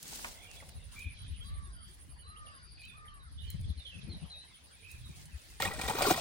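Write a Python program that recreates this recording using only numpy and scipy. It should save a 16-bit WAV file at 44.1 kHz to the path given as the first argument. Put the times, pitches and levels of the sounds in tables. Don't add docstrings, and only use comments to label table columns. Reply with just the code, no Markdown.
import sys
import numpy as np
from scipy import signal
from scipy.fft import rfft, irfft, next_fast_len
from scipy.io import wavfile
from scipy.ndimage import uniform_filter1d

SR = 44100
rng = np.random.default_rng(int(sys.argv[2]) if len(sys.argv) > 2 else 0)


def pcm_store(signal):
    levels = np.round(np.clip(np.atleast_2d(signal), -1, 1) * 32767)
    wavfile.write(sys.argv[1], SR, levels.astype(np.int16).T)


N = 273727
TIME = np.arange(N) / SR
SURFACING_S = 5.6
CUTOFF_HZ = 16000
BIRD_LAG_S = 0.00044

# [pitch_hz, level_db per Hz]
WATER = [(45, -10), (80, 4.5), (140, 2.5), (230, -2.5), (330, -7.5), (520, 0.5), (760, -4.5), (1050, -1.5),
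         (1450, 1), (2000, -1.5), (2450, -7), (2900, -25), (3500, -8)]
# [pitch_hz, likeness -1 to 1]
AIR_LIKENESS = [(60, 0.13), (300, 0.34), (700, -0.04), (1400, -0.26), (4000, -0.1), (15000, 0.061)]


def from_db(db):
    return 10 ** (np.asarray(db) / 20)


def rms_one(x):
    return x / np.sqrt(np.mean(x ** 2) + 1e-20)


def in_time(rows):
    s, *columns = np.transpose(rows)
    return [np.interp(TIME, s, column) for column in columns]


def at_hz(points, hz):
    points = np.array(points)
    return np.interp(np.log(hz), np.log(points[:, 0]), points[:, 1])


def add(out, s, sound, pan_db=0, lag=0):
    for side, sign in zip(out, (1, -1)):
        i = int(np.clip((s - sign * lag / 2) * SR, 0, N))
        side[i:i + len(sound)] += from_db(sign * pan_db / 2) * sound[:N - i]


def drift(rate):
    r = np.exp(-80 * np.pi * rate / SR)
    chance = rng.standard_normal(N // 40 + 2002)
    slow = signal.lfilter([1], [1, -2 * r, r * r], chance)[2000:]
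    return np.repeat(rms_one(slow), 40)[:N]


def noise(spectrum, likeness, patchy_db, rate):
    out, edges = 0, 20 * 2 ** (np.arange(30) / 3)
    white = rng.standard_normal((2, 2, N))
    for k, (low, high) in enumerate(zip(edges, edges[1:])):
        if high < spectrum[0][0] or low > spectrum[-1][0]:
            continue
        hz = np.sqrt(low * high)
        band = signal.butter(2, [low, high], "band", fs=SR, output="sos")
        mid, side = signal.sosfilt(band, white[k % 2])
        alike = np.clip(at_hz(likeness, hz), -1, 1)
        gain = from_db(at_hz(spectrum, hz) + patchy_db * drift(rate))
        out = out + gain * (np.sqrt(1 + alike) * mid + np.sqrt(1 - alike) * side * [[1], [-1]])
    return rms_one(out)


def burst(t60, attack):
    t = np.arange(int((t60 + attack) * SR) + 2) / SR
    return np.minimum(t / attack, 1) * from_db(-60 * np.maximum(t - attack, 0) / t60)


def swell(length, rise):
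    along = np.linspace(0, 1, int(length * SR))
    return np.sin(np.pi * np.interp(along, [0, np.clip(rise, .05, .95), 1], [0, .5, 1]))


def hiss(shape, hz, width):
    width = max(width, 1.05)
    band = signal.butter(2, [hz / width, min(hz * width, CUTOFF_HZ)], "band", fs=SR, output="sos")
    return shape * rms_one(signal.sosfilt(band, rng.standard_normal(len(shape))))


def bubble(hz, t60, attack, rise):
    shape = burst(t60, attack)
    pitch = hz * (1 + rise * np.linspace(0, 1, len(shape)))
    return shape * np.sin(2 * np.pi * np.cumsum(pitch) / SR)


def open_air():
    # [pitch_hz, level_db per Hz]
    air_tone = [(59, -22), (100, 5.5), (396, -5.5), (1000, -8), (2110, -7), (2540, -66), (2790, -7),
                (3120, -38), (4780, -51), (6800, -111.5), (8500, 0), (11000, -49.5), (18700, -120)]
    return from_db(-65.5) * noise(air_tone, AIR_LIKENESS, patchy_db=5.0, rate=12.2)


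def wind():
    # [pitch_hz, level_db per Hz]
    rumble_tone = [(20, -29), (32, -9.5), (50, -4), (75, -0.5), (100, -10), (135, -15), (200, -25.5),
                   (300, -96)]
    # [pitch_hz, level_db per Hz]
    flutter_tone = [(90, -7.5), (170, 7), (270, -10.5), (400, -43), (560, -28)]
    # [time_s, level_db]
    breeze = [(0.0, -64.5), (0.62, -61), (0.78, -57), (1.62, -49), (1.86, -60), (3.28, -62.5),
              (3.66, -45.5), (3.76, -62.5), (4.21, -57.5), (4.4, -67.5), (4.78, -69.5), (5.08, -51),
              (5.42, -71), (5.61, -59.5), (5.78, -53), (6.2, -85)]
    # [centre_s, push_db, push_hz, flutter_db, flutter_length_s]
    buffets = [(0.104, -48.5, 142, -51, 0.046), (0.789, -42, 82, -61, 0.12),
               (1.072, -32.5, 76.5, -57, 0.074), (1.321, -35, 75, -55.5, 0.22),
               (2.139, -44.5, 59.3, -82, .06), (2.289, -45.5, 76, -68, 0.054),
               (3.556, -33.5, 77, -41.5, 0.037), (3.614, -34.5, 107, -52, 0.065),
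               (3.71, -29.5, 71.5, -53.5, 0.12), (3.783, -38, 72, -55.5, 0.061),
               (3.974, -48, 87.5, -55, 0.12), (4.106, -37, 84, -48.5, 0.28), (4.247, -43, 78, -48.5, 0.093),
               (5.103, -43.5, 96, -53, 0.036), (5.355, -36.5, 67.6, -60, 0.19),
               (5.668, -35.5, 84, -43.5, 0.11), (5.862, -37, 64.5, -62, 0.048)]
    breeze_db, = in_time(breeze)
    pushes, flutter = np.zeros((2, 2, N))
    for s, push_db, hz, flutter_db, length in buffets:
        t = np.arange(0, 4.28 / hz, 1 / SR)
        push = np.hanning(len(t)) * np.sin(2 * np.pi * (hz * t + rng.random()))
        add(pushes, s - t[-1] / 2, from_db(push_db) * push, pan_db=6.5)
        add(flutter, s - length / 2, from_db(flutter_db) * swell(length, 0.31) ** 2, pan_db=9.5)
    rumble = from_db(breeze_db + 7) * noise(rumble_tone, AIR_LIKENESS, patchy_db=5.0, rate=7.3)
    flutter = np.hypot(flutter, from_db(breeze_db - 22.5))
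    return rumble + pushes + flutter * noise(flutter_tone, AIR_LIKENESS, patchy_db=7.0, rate=20.0)


def far_chorus(chorus_db):
    # [pitch_hz, level_db per Hz]
    chorus_tone = [(1200, -28), (2000, 15.5), (2500, -1), (3200, 9.5), (4100, 4.5), (5400, 12), (6500, -24)]
    return from_db(chorus_db - 0.8) * noise(chorus_tone, AIR_LIKENESS, patchy_db=2.5, rate=5.4)


def note(length, pitches, trill, waver, sweep=0.058, dip=0.78, hoarse=0.031, rise=0.45, soft=0.3):
    t = np.arange(int(length * SR)) / SR
    along, flick = t / length, t * 50.15 % 1
    unsteady = waver[rng.integers(N - len(t)):][:len(t)]
    hz = np.polyval(np.polyfit([0, .5, 1], pitches, 2), along)
    hz = hz * (1 + sweep * trill * (1 - 2 * flick) + (0.006 + hoarse * trill) * unsteady)
    gaps = 1 - np.clip(dip * trill, 0, 1) * np.cos(np.pi * flick) ** 2
    shape = np.abs(swell(length, rise)) ** soft * gaps
    return rms_one(shape * np.sin(2 * np.pi * np.cumsum(hz) / SR))


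def twitter(chorus_db, count):
    out, waver = np.zeros((2, N)), drift(200)
    for when, pitch, glide, span, loud, side in rng.random((count, 6)):
        pitches = 2050 * 2.1 ** pitch * (1 + 0.145 * (glide - .4) * np.array([1, 0, -1]))
        level_db = chorus_db[int(when * N)] - 1 + 7 * loud
        chirp = note(0.015 + 0.0449 * span, pitches, trill=0.43, waver=waver)
        add(out, when * N / SR, from_db(level_db) * chirp, pan_db=8 * (side - .5))
    return out


def coos():
    # [start_s, length_s, pitch_hz, level_db]
    coo_calls = [(1.402, 0.44, 584, -62), (2.22, 0.45, 624, -58), (2.905, .39, 613, -59.5)]
    coo_arch = [(0, 0.71), (.12, .96), (.28, 1.01), (.55, 0.97), (.78, .885), (1, 0.69)]
    # [pitch_hz, level_db]
    throat = [(900, -32), (1100, -3.5), (1250, 2.5), (1520, -5), (1680, -11), (1820, -6.5), (2500, -49)]
    out, waver = np.zeros((2, N)), drift(170)
    for s, length, pitch_hz, level_db in coo_calls:
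        along = np.linspace(0, 1, int(length * SR))
        unsteady = 1 + 0.032 * waver[int(s * SR):][:len(along)]
        hz = pitch_hz * np.interp(along, *np.transpose(coo_arch)) * unsteady
        phase = 2 * np.pi * np.cumsum(hz) / SR
        call = sum(from_db(at_hz(throat, k * hz)) * np.sin(k * phase) for k in range(2, 5))
        call = rms_one(np.abs(np.sin(np.pi * along)) ** 0.32 * call)
        add(out, s, from_db(level_db) * call, pan_db=1.0, lag=0.00028)
    return out


def songbirds():
    # [start_s, length_s, first_hz, last_hz, level_db, trill 0-1, left_over_right_db]
    chirps = [(0.36, 0.13, 3450, 3300, -64, 0.6, -8), (0.351, 0.1, 1960, 2320, -66, 1, -4),
              (0.425, 0.047, 2340, 2316, -60, 0.8, -2), (0.464, 0.096, 3024, 2440, -60.5, 0.9, -2),
              (0.563, 0.023, 3350, 3454, -58.5, 0.2, -11.5), (0.598, 0.013, 2340, 1870, -55.5, 0.7, -3),
              (1.155, 0.12, 3950, 4020, -64, 0.13, -1), (1.162, 0.13, 3240, 3300, -61.5, 1, -5),
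              (1.336, 0.043, 3040, 2540, -64, 1, -6), (1.44, 0.065, 3830, 4040, -61.5, 0.75, -3),
              (1.405, 0.035, 3220, 3285, -53.5, 0.46, -5.5), (1.761, 0.17, 3094, 3430, -66.5, 0.82, -6),
              (2.186, 0.031, 2960, 2980, -66, 0, -7.5), (2.225, 0.11, 4030, 4050, -63, 0.1, -1),
              (2.36, 0.019, 2660, 3440, -59, 0, -6), (2.46, 0.033, 3410, 2790, -59.5, 1, -4),
              (2.815, 0.065, 4100, 3890, -61, 0.4, 0), (2.835, 0.023, 3060, 3100, -62.5, 0.4, -14),
              (2.881, 0.048, 3620, 3450, -62, 0.04, -12), (3.049, 0.015, 2220, 1640, -65, 0.2, -8),
              (3.075, 0.022, 3170, 3120, -58, 0.82, -7), (3.194, 0.045, 3950, 3750, -66, 0.4, -4),
              (3.376, 0.051, 3330, 3840, -56, 0.47, -5.5), (3.384, 0.16, 3025, 3130, -60, 0.54, -8.5),
              (3.476, 0.053, 4350, 3980, -59.5, 0.13, -3), (3.642, 0.01, 3220, 3560, -62, 0.4, -16),
              (3.682, 0.026, 4170, 4250, -62.5, 0.03, -4), (3.693, 0.025, 4020, 3250, -59, 0.15, -6),
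              (3.773, 0.033, 4310, 3940, -58, 0.72, 0), (3.797, 0.034, 3600, 3640, -56.5, 0.95, -8),
              (3.849, 0.04, 3450, 3130, -50, 0.5, -8), (3.862, 0.015, 4200, 3840, -57, 0.1, -2),
              (3.88, 0.033, 3380, 2865, -54.5, 0.13, 2), (3.916, 0.047, 2810, 2570, -56, 0.25, -4),
              (3.984, 0.014, 2640, 2480, -58.5, 0.35, -6), (3.94, 0.026, 3320, 3450, -62, 0.2, -5),
              (4.012, 0.016, 3740, 3090, -58.5, 0.5, -10), (4.093, 0.021, 4200, 4320, -55.5, 0.02, 0),
              (4.114, 0.019, 4200, 4010, -50.5, 0.34, -2), (4.14, 0.019, 3620, 4000, -55.5, 0.3, 1),
              (4.299, 0.04, 4110, 3980, -51.5, 0.28, 1), (4.325, 0.08, 3750, 3920, -52, 0.2, 0),
              (4.395, 0.033, 3900, 4065, -54.5, 0.16, 4), (4.535, 0.03, 3400, 3060, -61, 0.3, -1),
              (5.04, 0.044, 3940, 3670, -59.5, 0.2, -6), (5.314, 0.041, 2780, 2430, -65, 0.2, -5)]
    # [start_s, length_s, pitch_hz, level_db]
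    wheezes = [(1.441, 0.064, 4900, -66), (1.703, 0.22, 4940, -70.5), (1.834, 0.085, 5030, -72),
               (2.095, 0.18, 4830, -72.5), (2.453, 0.44, 4960, -68), (2.664, 0.19, 4800, -65)]
    wheeze_arch = np.array([0.98, 0.96, .93])
    out, waver = np.zeros((2, N)), drift(146.3)
    for s, length, first_hz, last_hz, level_db, trill, pan_db in chirps:
        call = note(length, np.geomspace(first_hz, last_hz, num=3), trill, waver)
        add(out, s, from_db(level_db) * call, pan_db, BIRD_LAG_S)
    for s, length, hz, level_db in wheezes:
        call = note(length, hz * wheeze_arch, 1, waver, sweep=0.019, dip=0.52, hoarse=0.0292)
        add(out, s, from_db(level_db) * call, pan_db=4.5, lag=BIRD_LAG_S)
    return out


def trills():
    # [start_s, length_s, pitch_hz, level_db, trill 0-1, left_over_right_db]
    rolled_calls = [(0.956, 0.18, 2522, -52, 0.65, -3), (2.771, 0.23, 2600, -59, 0.91, -3),
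                    (4.823, 0.17, 2594, -59, 0.66, -7)]
    trill_arch = np.array([.92, 0.98, 0.91])
    out, waver = np.zeros((2, N)), drift(150)
    for s, length, hz, level_db, trill, pan_db in rolled_calls:
        call = note(length, hz * trill_arch, trill, waver, sweep=0.034, dip=1.0, hoarse=0.027, rise=0.21, soft=0.72)
        add(out, s, from_db(level_db) * call, pan_db, BIRD_LAG_S)
    return out


def insect(levels, tempo, hz, pulse_hz, duty, edge, sweep, pan_db, lag):
    (level_db,), (chirps_per_s,) = in_time(levels), in_time(tempo)
    chirp = np.cumsum(chirps_per_s) / SR % 1
    gate = np.clip((duty / 2 - np.abs(chirp - .5)) / edge + .5, 0, 1)
    stroke = (TIME * pulse_hz + 0.48 * drift(24)) % 1
    shape = gate * (0.074 + 0.27 * np.sin(np.pi * stroke) ** 2)
    pitch = hz * (1 - sweep * (2 * stroke - .5) ** 2 + 0.006 * drift(586))
    out = np.zeros((2, N))
    add(out, 0, from_db(level_db) * shape * np.sin(2 * np.pi * np.cumsum(pitch) / SR), pan_db, lag)
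    return out


def two_insects():
    # [time_s, level_db]
    near_levels = [(.3, -49.5), (1.0, -45), (1.8, -44), (2.5, -45), (3.2, -53), (4.2, -48.5), (5.6, -51)]
    far_levels = [(.3, -49), (1.1, -42), (3.6, -43), (5.2, -45), (5.7, -49)]
    # [time_s, chirps per s]
    near_tempo = [(0, 9.11), (.6, 12.42), (1, 11.33), (1.6, 11.12), (2.2, 10.61), (2.7, 12.2), (3.1, 10.78),
                  (3.5, 11.47), (5, 11.56), (5.6, 12.63)]
    far_tempo = [(0, 10.28), (.5, 9.67), (1, 10.69), (1.5, 11.24), (2.1, 11.11), (2.7, 11.98), (3.1, 11.68),
                 (3.5, 10.58), (3.9, 10.39), (4.4, 10.78), (5, 9.4), (5.6, 11.76)]
    near = insect(near_levels, near_tempo, hz=9735, pulse_hz=94.0, duty=0.42, edge=0.3, sweep=0.037,
                  pan_db=-8.5, lag=-.00002)
    far = insect(far_levels, far_tempo, hz=10630, pulse_hz=99, duty=0.25, edge=0.079, sweep=0.054,
                 pan_db=1.0, lag=-0.00028)
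    return near + far


def bank_echoes(x, t60, count):
    out = np.zeros((2, N))
    for side, source in zip(out, x):
        for delay in rng.uniform(0.0082, .2, count):
            lag = int(delay * SR)
            side[lag:] += from_db(-60 * delay / t60) * source[:N - lag]
    return out / np.sqrt(count)


def hauling():
    # [time_s, level_db]
    haul = [(0.0, -49.5), (0.13, -45), (0.29, -49), (0.4, -60), (0.9, -67.5), (1.3, -98), (4.0, -124),
            (4.55, -71.5), (5.55, -61)]
    # [pitch_hz, level_db per Hz]
    grass = [(150, 2), (250, 2.5), (686, -7), (906, -3.5), (1010, -6), (2160, -3), (4050, -0.5),
             (9830, -1.5), (11100, -11.5), (14200, -5.5), (16000, -4)]
    # [start_s, length_s, level_db]
    tug_rows = [(0.688, 0.015, -54), (0.909, 0.22, -56), (1.422, 0.15, -63), (1.855, 0.42, -64.5),
                (2.8, 0.26, -68), (3.418, 0.2, -68), (3.507, 0.1, -65.5), (4.866, 0.25, -65),
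                (5.148, 0.2, -59.5)]
    # [start_s, level_db, pitch_hz, t60_s]
    snaps = [(0.028, -40, 7900, 0.028), (0.079, -40.5, 7500, 0.023), (0.121, -44, 7000, .03),
             (0.156, -42, 7560, 0.037), (.286, -50.5, 7000, 0.035), (.317, -51, 3400, 0.013),
             (0.5140, -42, 5060, 0.0035), (0.991, -51.5, 7400, 0.068), (2.852, -52, 10000, .012),
             (3.502, -40.5, 13400, 0.029), (3.612, -55.5, 8500, 0.016), (4.914, -49.5, 9500, 0.044),
             (5.255, -51, 7000, 0.03)]
    # [start_s, level_db, pitch_hz at the start, t60_s of the ring]
    plops = [(.126, -48, 890, 0.028), (.193, -42.5, 1220, 0.0079), (0.2441, -42.5, 982, 0.089),
             (0.2444, -34.5, 1486, 0.027), (.625, -45, 577, 0.021)]
    # [start_s, length_s, pitch_hz, level_db]
    swishes = [(0.049, 0.57, 630, -64.5), (0.348, 0.6, 624, -66), (0.885, 0.14, 1270, -64),
               (3.967, 0.54, 720, -68), (4.032, 0.15, 278, -56)]
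    drag_db, = in_time(haul)
    tugs = np.zeros((2, N))
    for s, length, level_db in tug_rows:
        add(tugs, s, from_db(level_db) * swell(length, rise=0.084) ** 2)
    crackle = rms_one(from_db(1.9 * drift(580) + 2.0 * drift(8)))
    rustle = noise(grass, AIR_LIKENESS, patchy_db=1.0, rate=48)
    out = np.hypot(from_db(drag_db), tugs) * crackle * rustle
    for s, level_db, hz, t60 in snaps:
        add(out, s, from_db(level_db) * hiss(burst(t60, 0.00045), hz, width=1.77), pan_db=1.4 * rng.normal())
    for s, level_db, hz, t60 in plops:
        add(out, s, from_db(level_db) * bubble(hz, t60, 0.0022, rise=0.036), lag=0.00023)
        wash = hiss(burst(2.0 * t60, 0.00071), hz, width=1.66)
        add(out, s, from_db(level_db - 2.0) * wash, pan_db=-5.0, lag=0.00019)
    for s, length, hz, level_db in swishes:
        add(out, s, from_db(level_db) * hiss(np.hanning(int(length * SR)), hz, width=1.33))
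    return out


def swarm(count, cycles, size_db, spread_db):
    out = np.zeros((2, N))
    chances, sizes = rng.random((count, 2)), rng.standard_normal((count, 3))
    for (when, pitch), (size, pan, place) in zip(chances, sizes):
        s, hz = SURFACING_S + when * (N / SR - SURFACING_S), 230 * 12 ** pitch
        gain = hz * from_db(at_hz(WATER, hz) + size_db * min(size, 2))
        ring = bubble(hz, cycles / hz, 0.000087, rise=0.051)
        add(out, s, gain * ring, spread_db * pan, 0.000087 * place)
    power = uniform_filter1d(np.mean(out ** 2, axis=0), SR // 25)
    return out / np.sqrt(np.abs(power) + 1)


def drops(level_db, count):
    out = np.zeros((2, N))
    for when, pitch, size, side in rng.random((count, 4)):
        s, hz = SURFACING_S + when * (N / SR - SURFACING_S), 1300 * 7 ** pitch
        tick = bubble(hz, 14 / hz, .0001, rise=.1)
        gain = from_db(level_db[int(s * SR)] + 4.3 * size)
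        add(out, s, gain * tick, 8 * (side - .5), 0.0008 * (side - .5))
    return out


def off_the_bank(x):
    delay_s, share = 0.002104, 0.13
    returned = np.array([np.interp(TIME - delay_s, TIME, side) for side in x])
    return (x + share * returned) / np.hypot(1, share)


def in_the_hollow(x):
    # [pitch_hz, width_hz, gain_db]
    resonances = [(764, 36, 8.5), (1752, 146, -15.5), (1890, 95, 10.5), (2025, 66, -9), (2580, 140, 9),
                  (2663, 60, -16)]
    for hz, width_hz, gain_db in resonances:
        b, a = signal.iirpeak(hz, hz / width_hz, fs=SR)
        lifted = a + (from_db(abs(gain_db)) - 1) * b
        x = signal.lfilter(lifted, a, x) if gain_db > 0 else signal.lfilter(a, lifted, x)
    return x


def at_the_ports(x):
    # [pitch_hz, left_over_right_db, left_lead_radians]
    ports = np.array([(151, -.7, -0.27), (380, -2.5, 0.4), (750, 2.5, 0.67), (1360, 6, 1.55),
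                      (1840, -2, 1.1), (3800, -2, 1.25), (6600, 5, 1.4), (9700, 0, -2.03),
                      (14200, 0, -1.65)])
    size = next_fast_len(N + SR // 10)
    hz = np.arange(size // 2 + 1) * SR / size + 1
    pan_db, lead = at_hz(ports[:, :2], hz), at_hz(ports[:, ::2], hz)
    half = np.array([[.5], [-.5]])
    return irfft(rfft(x, size) * from_db(half * pan_db) * np.exp(1j * half * lead), size)[:, :N]


def splash():
    # [time_s, bubbling_db, spray_db]
    churn = [(5.61, -33, -37), (5.65, -36.5, -32.5), (5.71, -38.5, -47.5), (5.84, -43.5, -42.5),
             (5.89, -37, -39.5), (5.965, -33.5, -39.5), (6.02, -27.5, -33), (6.11, -27.5, -25),
             (6.14, -33.5, -36)]
    # [start_s, cavity_db, cavity_hz at the start, gush_db, spray_db, t60_s]
    slaps = [(5.600, -33, 1850, -36.5, -44, 0.058), (5.621, -27.5, 1890, -47, -24, 0.023),
             (5.628, -34, 2140, -44.5, -49, 0.15), (5.627, -32, 1326, -60, -54, 0.067),
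             (5.651, -28.5, 1880, -28.5, -45, 0.051), (5.675, -30, 2460, -35.5, -60, 0.042),
             (5.711, -38, 780, -46, -51, 0.06), (5.714, -37.5, 1950, -58, -58, 0.11),
             (5.736, -43, 615, -52, -45.5, 0.19), (5.782, -40, 252, -47, -60, 0.036),
             (5.791, -37, 1880, -34, -42, 0.068), (5.813, -33, 2370, -37.5, -33, 0.055),
             (5.834, -37.5, 776, -38, -44, 0.12), (5.851, -36.5, 1925, -43, -61, 0.082),
             (5.877, -39, 3740, -38, -37, 0.06), (5.881, -37, 830, -31.5, -50, 0.042),
             (5.897, -24.5, 857, -31, -34, 0.057), (5.901, -31.5, 2490, -48, -52, 0.021),
             (5.907, -30, 1390, -46, -55, 0.015), (5.912, -31.5, 470, -55, -50, 0.044),
             (5.95, -27.5, 397, -35.5, -47, 0.033), (5.984, -31, 917, -32.5, -31.5, 0.065),
             (6.008, -24.5, 757, -47, -41, 0.063), (6.020, -23, 590, -30, -24.5, 0.059),
             (6.036, -31, 890, -33, -42, 0.03), (6.056, -27.5, 1378, -31, -44, 0.079),
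             (6.068, -23, 410, -46, -40, 0.098), (6.084, -24.5, 262, -51, -30, 0.032),
             (6.105, -16.5, 735, -24, -30, 0.042), (6.109, -18.5, 332, -34, -36, 0.044),
             (6.136, -38, 960, -37, -40, 0.078), (6.177, -31, 687, -39, -53, 0.11)]
    # [pitch_hz, level_db per Hz]
    spray_tone = [(2200, 9.5), (2800, 6.5), (3700, 6), (5700, 4), (7500, -1), (9300, 6.5), (11000, -21),
                  (13000, -10), (16000, 12)]
    # [pitch_hz, likeness -1 to 1]
    water_likeness = [(300, 1), (800, 1), (1350, 0.95), (2300, 0.56), (4000, 0.33), (7000, 0.27), (9000, 1)]
    churn_db, mist_db = in_time(churn)
    surfaced = np.clip((TIME - SURFACING_S) / 0.00063, 0, 1)
    cavities, gush, spray = np.zeros((3, 2, N))
    for s, cavity_db, hz, gush_db, spray_db, t60 in slaps:
        add(cavities, s, from_db(cavity_db) * bubble(hz, t60, 0.0011, rise=0.03))
        add(gush, s, from_db(gush_db) * burst(t60, 0.0056))
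        add(spray, s, from_db(spray_db) * burst(t60, 0.0015))
    gush = np.hypot(gush, surfaced * from_db(churn_db - 8.5))
    gush = gush * noise(WATER, water_likeness, patchy_db=2.5, rate=92)
    droplets = rms_one(from_db(2.0 * drift(500)))
    spray = np.hypot(spray, surfaced * from_db(mist_db - 4.0)) * droplets
    spray = spray * noise(spray_tone, water_likeness, patchy_db=2.5, rate=47)
    bubbles = swarm(count=320, cycles=21.0, size_db=5.0, spread_db=3.0)
    bubbles = surfaced * from_db(churn_db - 6.5) * bubbles
    thrown = gush + bubbles + spray + drops(mist_db - 14.0, count=100)
    return at_the_ports(cavities + in_the_hollow(off_the_bank(thrown)))


def scene():
    # [time_s, level_db]
    chorus_levels = [(0.0, -68), (0.89, -63.5), (1.14, -60.5), (1.61, -66.5), (2.13, -73.5), (2.81, -65.5),
                     (3.07, -70), (3.77, -63), (3.96, -61), (4.58, -65), (5.55, -64)]
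    chorus_db, = in_time(chorus_levels)
    background = open_air() + wind() + far_chorus(chorus_db)
    over_water, in_open, insects = coos(), trills(), two_insects()
    in_trees = songbirds() + from_db(-11.5) * twitter(chorus_db, count=400)
    sends = from_db(1) * over_water + from_db(7.0) * in_trees + from_db(6) * in_open + from_db(0.5) * insects
    echoes = bank_echoes(sends, t60=0.29, count=100)
    wildlife = over_water + in_trees + in_open + insects + echoes
    return background + wildlife + hauling() + splash()


def record(dry):
    notch = signal.butter(3, [10750, 12300], "bandstop", fs=SR, output="sos")
    top = signal.ellip(10, .2, 80, CUTOFF_HZ, fs=SR, output="sos")
    return signal.sosfilt(top, signal.sosfilt(notch, dry))


dry = scene()
out = record(dry)
pcm_store(out)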